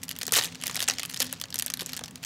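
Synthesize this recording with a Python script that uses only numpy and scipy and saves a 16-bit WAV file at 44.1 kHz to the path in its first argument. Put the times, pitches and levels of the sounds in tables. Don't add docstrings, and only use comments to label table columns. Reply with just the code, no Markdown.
import sys
import numpy as np
from scipy import signal
from scipy.fft import rfft, irfft, next_fast_len
from scipy.io import wavfile
from scipy.ndimage import uniform_filter1d

SR = 44100
rng = np.random.default_rng(int(sys.argv[2]) if len(sys.argv) > 2 else 0)


def materialize(psi):
    bounded = np.clip(np.atleast_2d(psi).T, -1, 1)
    quanta = np.round(bounded * 32767).astype(np.int16)
    wavfile.write(sys.argv[1], SR, quanta)


def volts(x):
    e = np.asarray(x, float) / 20
    return 10 ** e


N = 99225


def unit(x):
    return x / np.sqrt(np.mean(x ** 2) + 1e-20)


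def along(points, hz):
    f, value = np.transpose(points)
    return np.interp(np.log(hz + 1), np.log(f + 1), value)


def filtered(x, response):
    size = next_fast_len(N + SR // 2)
    return irfft(rfft(x, size) * response(np.fft.rfftfreq(size, 1 / SR)), size)[..., :N]


def peaks_at(peaks, f):
    shape = 0
    for k, (centre, width, db) in enumerate(peaks):
        mode = 1j * f * width / (centre * centre - f * f + 1j * f * width)
        shape = shape + (-1) ** k * volts(db) * mode
    return shape / np.sqrt(np.mean(abs(shape) ** 2, -1, keepdims=True))


def placed(when, rows):
    at = np.round(when * SR).astype(int)[:, None] + np.arange(rows.shape[1])
    return np.bincount(at.ravel(), rows.ravel(), N + rows.shape[1])[:N]


def matched(layer, shape):
    energy = np.linalg.norm(shape, axis=-1, keepdims=True)
    return layer * energy / np.linalg.norm(layer, axis=1, keepdims=True)


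def background():
    # f/Hz, width/Hz, level/dB
    hum_modes = [(125.3, 5, -1), (167, 13.2, 0), (256, 15.1, 0.5)]
    # f/Hz, level/dB per Hz
    air_density = [(25, -30), (45, -9.5), (100, 8.5), (280, -13.5), (400, -7), (6000, -19), (11000, -31.5),
                   (16000, -30)]
    hum = filtered(rng.standard_normal(N), lambda hz: peaks_at(hum_modes, hz))
    air = unit(filtered(rng.standard_normal(N), lambda hz: volts(along(air_density, hz))))
    return volts(-50) * hum + volts(-53.5) * air


def room(x):
    # f/Hz, t60/s
    decay = [(300, 0.69), (3000, 0.098), (14000, 0.035)]
    out = np.zeros(N)
    for part in range(3):
        hz, t, z = signal.stft(rng.standard_normal(SR // 2), SR, nperseg=256)
        tail = signal.istft(z * volts(-60 * t / along(decay, hz)[:, None]), SR, nperseg=256)[1]
        mine = np.arange(N) // 2205 % 3 == part
        delayed = np.pad(x * mine, (200, 0))
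        out += signal.fftconvolve(delayed, tail / np.linalg.norm(tail))[:N]
    return out


def jolt():
    start_s, pitch_hz, t60_s, level_db = .338, 110, 0.055, -31
    t = np.clip(np.arange(N) / SR - start_s, 0, None)
    return volts(level_db - 60 * t / t60_s) * np.sin(2 * np.pi * pitch_hz * t) * (1 - np.exp(-t / 0.002))


def flexes():
    # t/s, level/dB, f/Hz
    flex_events = [(0.28, -34.5, 430), (0.3245, -28.5, 463), (0.367, -26.5, 444), (0.3848, -29, 467),
                   (0.7737, -36, 740), (0.8264, -38, 700.0), (1.2041, -32, 520), (1.329, -39.5, 547),
                   (1.8198, -37, 380), (0.668, -45, 600), (0.698, -40.5, 497), (0.885, -37.5, 450),
                   (2.012, -37.5, 473), (1.034, -39, 1200), (1.661, -44.5, 610), (1.7, -39.5, 1176),
                   (1.798, -48, 1110), (0.232, -43.5, 480), (1.992, -40.5, 875)]
    rise_s, t60_s, gain_db = 0.00049, 0.022, 5.5
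    s, db, hz = np.transpose(flex_events)[..., None]
    t = np.arange(2048) / SR
    shape = (1 - np.exp(-t / rise_s)) * volts(-60 * t / t60_s)
    push = rng.standard_normal((len(s), len(t))) * shape
    octave_above = peaks_at([(2 * hz, 3.6 * hz, 0)], np.fft.rfftfreq(len(t), 1 / SR))
    rough = matched(irfft(rfft(push) * octave_above ** 2), shape)
    thump = np.sin(2 * np.pi * hz * t) * shape
    return placed(s[:, 0], volts(db + gain_db) * (thump + .8 * rough))


FACET_HZ = 4500


def coloured(when, db, edge_db):
    draw = rng.standard_normal((len(when), 2))
    facet_hz = np.clip(FACET_HZ * np.exp(0.21 * draw[:, 0]), 2600, 9000)
    return np.transpose([when, db, facet_hz, edge_db + 2.14 * draw[:, 1]])


def scattered(curve, count, spread_db, edge_db):
    s, db = np.transpose(curve)
    draw = rng.random((count, 2))
    when = s[0] + (s[-1] - s[0]) * (np.arange(count) + 2 * draw[:, 0]) / (count + 1)
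    size_db = np.interp(when, s, db) - spread_db * (1 + np.log(np.maximum(draw[:, 1], .25)))
    return coloured(when, size_db, edge_db)


def snaps(rows):
    # f/Hz, width/Hz, level/dB
    edge_modes = [(8200, 15200, 5), (15300, 6500, 2)]
    # f/Hz, width/Hz, level/dB
    body_modes = [(700, 1450, -2.5), (1930, 460, 3)]
    # f/Hz, width/Hz, level/dB
    skirt_modes = [(3000, 2660, 2.5), (6000, 3660, 2.5)]
    layer_gain = [3, 5.5]
    snap_t60_s = [0.0098, 0.006, 0.019]
    facet_q, rise_s, spike_t60_s, shiver_t60_s = 1.84, 0.00039, 0.0013, 0.054
    skirt_db, shiver_db, click_db = -4, -27.5, 5
    s, db, hz, edge_db = np.transpose(rows)[..., None]
    t, f = np.arange(1536) / SR, np.fft.rfftfreq(1536, 1 / SR)
    own = rng.standard_normal((len(s), 3, 1))

    facet = peaks_at([(hz, hz / facet_q, 0)], f) ** 2 / np.sqrt(2 * facet_q)
    facet = facet + volts(skirt_db) * peaks_at(skirt_modes, f) ** 2
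    edge = []
    for k, (centre, width, gain) in enumerate(edge_modes):
        edge.append((np.minimum(centre * np.exp(.07 * own[:, k]), 16000), width * 0.59, gain))
    colours = [facet, peaks_at(edge, f) ** 2, peaks_at(body_modes, f) ** 2]

    body_db = -13 - 2 * np.log2(hz / FACET_HZ) + 3 * own[:, 2]
    levels_db = [layer_gain[0], layer_gain[1] + edge_db, body_db]
    spike_db = -2.5 + np.clip(edge_db + (db + 27.5) / 2, -10, 12)
    noise = rng.standard_normal((len(s), 3, len(t)))
    noise[..., 12] += volts(click_db + spike_db) * np.sign(noise[:, :1, 0])

    total = 0
    for k, t60 in enumerate(snap_t60_s):
        shape = volts(spike_db - 60 * t / spike_t60_s) + volts(-60 * t / t60)
        shape = shape + volts(shiver_db - 60 * t / shiver_t60_s)
        shape = shape * (1 - np.exp(-t / rise_s))
        layer = irfft(rfft(noise[:, k] * shape) * colours[k])
        total = total + volts(levels_db[k]) * matched(layer, shape)
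    return placed(s[:, 0], volts(db) * total)


def wrapper():
    # t/s, level/dB, facet
    # f/Hz, edge crack/dB
    large_creases = [(0.0352, -30.5, 6260, 3.5), (0.0914, -27.5, 3140, 3.5), (0.1062, -29.5, 3880, -24),
                     (0.1117, -24, 5030, -2.5), (0.1632, -31.5, 4500, -4), (0.213, -23.5, 3860, -7),
                     (0.2175, -23.5, 4330, -11), (0.2307, -21, 6650, -4.5), (0.2667, -29, 7900, 6),
                     (0.2791, -24.5, 6700, -1), (0.4111, -21, 3970, -21), (0.4368, -22, 3000.0, -2),
                     (0.4446, -25.5, 4500.0, -0.5), (0.4549, -23.5, 5980, -9), (0.623, -29.5, 3700, -4),
                     (0.6368, -21.5, 4240, -2), (0.6622, -25.5, 2220, -11), (0.6681, -22.5, 5260, 2),
                     (0.6786, -26, 3320, 3.5), (0.6962, -25.5, 1800, -10),
                     (.3219, -25, 7000, 10),
        (.3343, -18, 6700, -2),
        (.349, -19, 6600, -2),
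                     (0.7451, -24.5, 7500, -8), (0.7562, -24, 2230, 1.5), (0.765, -18.5, 6740, -17),
            (0.7725, -26.5, 3530, -2), (0.7921, -23, 3440, -11), (0.8037, -19, 3270, -3),
            (0.826, -18, 5200, -3.5), (0.832, -25.5, 3000.0, 1), (0.878, -20.5, 5340, -23),
            (0.8822, -16, 4500.0, -15), (0.8854, -13, 6900, -5.5), (0.8978, -12.5, 5300, -33),
            (0.9843, -21, 5300, -20), (0.9955, -21, 4320, -9), (1.032, -23, 2880, -2),
            (1.051, -26, 3130, -5), (1.058, -43.5, 7980, 15.5), (1.0974, -29.5, 3000.0, 0),
            (1.1431, -24.5, 5170, -3.5), (1.173, -24, 6700, -13), (1.2022, -16.5, 6100, -1.5),
            (1.2184, -17.5, 3600, -6), (1.2224, -28, 4800.0, 9),
                     (1.226, -21, 3230, 0), (1.3272, -29.5, 1250, 8.5), (1.4138, -23, 3400, -1.5),
             (1.4382, -24, 5500, -28), (1.5257, -28, 3420, -16), (1.5424, -24.5, 7800, 2.5),
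             (1.557, -23, 6630, -2.5), (1.5889, -28.5, 6000, 10), (1.5967, -23.5, 3100, 4.5),
             (1.623, -23.5, 3320, 4.5), (1.6624, -28.5, 6860, 8.5), (1.701, -24.5, 4900, 0.5),
             (1.738, -20.5, 3500, 0.5), (1.772, -32, 3360, 0), (1.8077, -24.5, 3250, -2),
             (1.819, -31.5, 3400, 2), (1.8613, -32.5, 6700.0, 7.5), (1.9327, -23.5, 3730, -3.5),
             (1.9655, -31, 6100, 3.5), (1.9749, -27.5, 6000, -7), (2.0375, -24.5, 6100, -11.5),
             (2.1566, -30, 6360, -4), (2.2476, -24.5, 6000.0, -7)]
    # t/s, level/dB
    early = [(0.0311, -28), (0.0223, -51), (0.0814, -31.5), (0.1206, -35), (0.1723, -44), (0.2035, -40),
             (0.2912, -31), (0.309, -35.5), (0.5542, -31.5), (0.6131, -31), (0.7114, -28.5),
             (0.8181, -23.5), (0.8399, -25.5), (0.9089, -20.5), (0.9364, -28.5), (1.0005, -26),
             (1.1129, -32.5), (1.1379, -30.5), (1.1615, -29.5)]
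    # t/s, level/dB
    late = [(1.1972, -30), (1.3362, -31.5), (1.3995, -32.5), (1.455, -36.5), (1.5038, -34), (1.581, -31.5),
            (1.6082, -31.5), (1.6688, -31.5), (1.6798, -28), (1.7052, -30.5), (1.7932, -26), (1.7974, -26),
            (1.8136, -27), (1.8925, -29), (1.9202, -36), (1.9495, -36), (1.9917, -28), (2.045, -35),
            (2.058, -31.5), (2.0803, -35.5), (2.109, -40), (2.2295, -32), (2.238, -27)]
    # t/s, level/dB
    further = [(1.166, -29.5), (1.2055, -19), (1.2085, -27), (1.9701, -28), (2.084, -39)]
    # t/s, level/dB
    strain = [(0, -74), (.49, -40.5), (.58, -50.5), (.7, -40), (.85, -43), (.92, -38.5), (1.15, -52.5),
              (1.24, -36.5), (1.38, -47.5), (1.49, -68), (1.6, -65), (1.9, -43.5), (2.19, -83),
              (2.225, -48), (2.24, -25.5)]
    # t/s, level/dB
    rip_curve = [(.326, -31), (.336, -26.5), (.392, -30.5), (.402, -38), (.46, -39), (.48, -59)]
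    # t/s, level/dB
    tick_events = [(0.0416, -40), (0.05, -45), (0.054, -50), (0.1877, -34), (0.316, -49), (0.658, -33),
                   (0.7947, -33), (0.813, -32.5), (0.894, -38), (1.0944, -37), (1.1072, -41), (1.1912, -39),
                   (1.2445, -34), (1.255, -36), (1.267, -35), (1.4219, -40), (1.642, -43), (1.6467, -45),
                   (1.8297, -39), (1.8675, -39)]
    # t/s, level/dB
    pop_events = [(0.017, -43.5), (0.1284, -38), (0.153, -39), (0.1921, -49), (0.197, -58), (0.2533, -32),
                  (0.503, -46), (0.5227, -36), (0.547, -33), (0.6015, -41), (0.608, -42.0), (0.63, -44),
                  (0.6984, -31), (0.726, -36), (0.8449, -40), (0.9173, -28), (1.0148, -38), (1.0213, -32),
                  (1.04, -37), (1.0848, -47), (1.1227, -37), (1.127, -34), (1.214, -24), (1.2628, -35),
                  (1.293, -37.5), (1.3113, -43), (1.393, -52), (1.4837, -42), (1.5678, -36), (1.65, -38.0),
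                  (1.7196, -34.5), (1.874, -44), (1.8892, -38.0), (1.898, -33), (1.9048, -42.0),
                  (1.9413, -32), (2.0096, -37), (2.1744, -44), (2.1786, -46)]
    # t/s, level/dB, edge crack/dB
    crack_events = [(0.3256, -36, 4), (0.3304, -25.0, -8), (0.3374, -15.5, -0.5), (0.341, -20, -2.0),
                    (0.3545, -13.5, -20), (0.3602, -16.5, -8), (0.3627, -16, -11.0), (0.3671, -16.5, -1),
                    (0.3693, -19, -2), (0.3722, -19, 0.0), (0.3762, -14.5, -8), (0.3832, -18.5, -4),
                    (0.3876, -13, -8), (0.3917, -16.5, -11), (0.396, -23, -13), (0.3997, -29, -11),
                    (0.4055, -31, -8), (0.4227, -29, -2.0), (0.4228, -22.5, -11), (0.4269, -32, -11),
                    (0.429, -28, -1), (0.431, -38, -2.0), (0.4481, -23, -14), (0.46, -37.5, 2.5),
                    (0.4663, -34.0, -5.0), (0.4734, -32.5, -12)]
    small = coloured(*np.transpose(list(early) + list(late) + list(further)), -6.5)
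    faint = scattered(strain, count=700, spread_db=5, edge_db=-32)
    rip = scattered(rip_curve, count=85, spread_db=3, edge_db=-3)
    ticks = coloured(*np.transpose(tick_events), 2.5)
    pops = coloured(*np.transpose(pop_events), -19)
    cracks = coloured(*np.transpose(crack_events))
    creases = snaps(np.vstack([large_creases, small, rip, faint]))
    details = snaps(np.vstack([ticks, pops, cracks]))
    return creases + details + flexes()


def scene():
    film = wrapper()
    push = filtered(jolt(), lambda hz: hz / (hz + 60))
    return (film + volts(-17) * room(film) + push + background())[None]


def band_limit(x):
    return signal.sosfilt(signal.butter(12, 17040, fs=SR, output="sos"), x)


def record(dry):
    quiet_top_hz, top_hz, sudden_db = 15900, 16800, 8
    low = filtered(dry, lambda hz: 1 / (1 + (hz / quiet_top_hz) ** 150))
    full = filtered(dry, lambda hz: 1 / (1 + (hz / top_hz) ** 150))
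    power = np.diff(dry, prepend=0) ** 2
    sudden = uniform_filter1d(power, 300) > volts(sudden_db) * uniform_filter1d(power, 1500)
    mix = low + uniform_filter1d(1. * sudden, 100) * (full - low)
    return band_limit(mix)


dry = scene()
out = record(dry)
materialize(out)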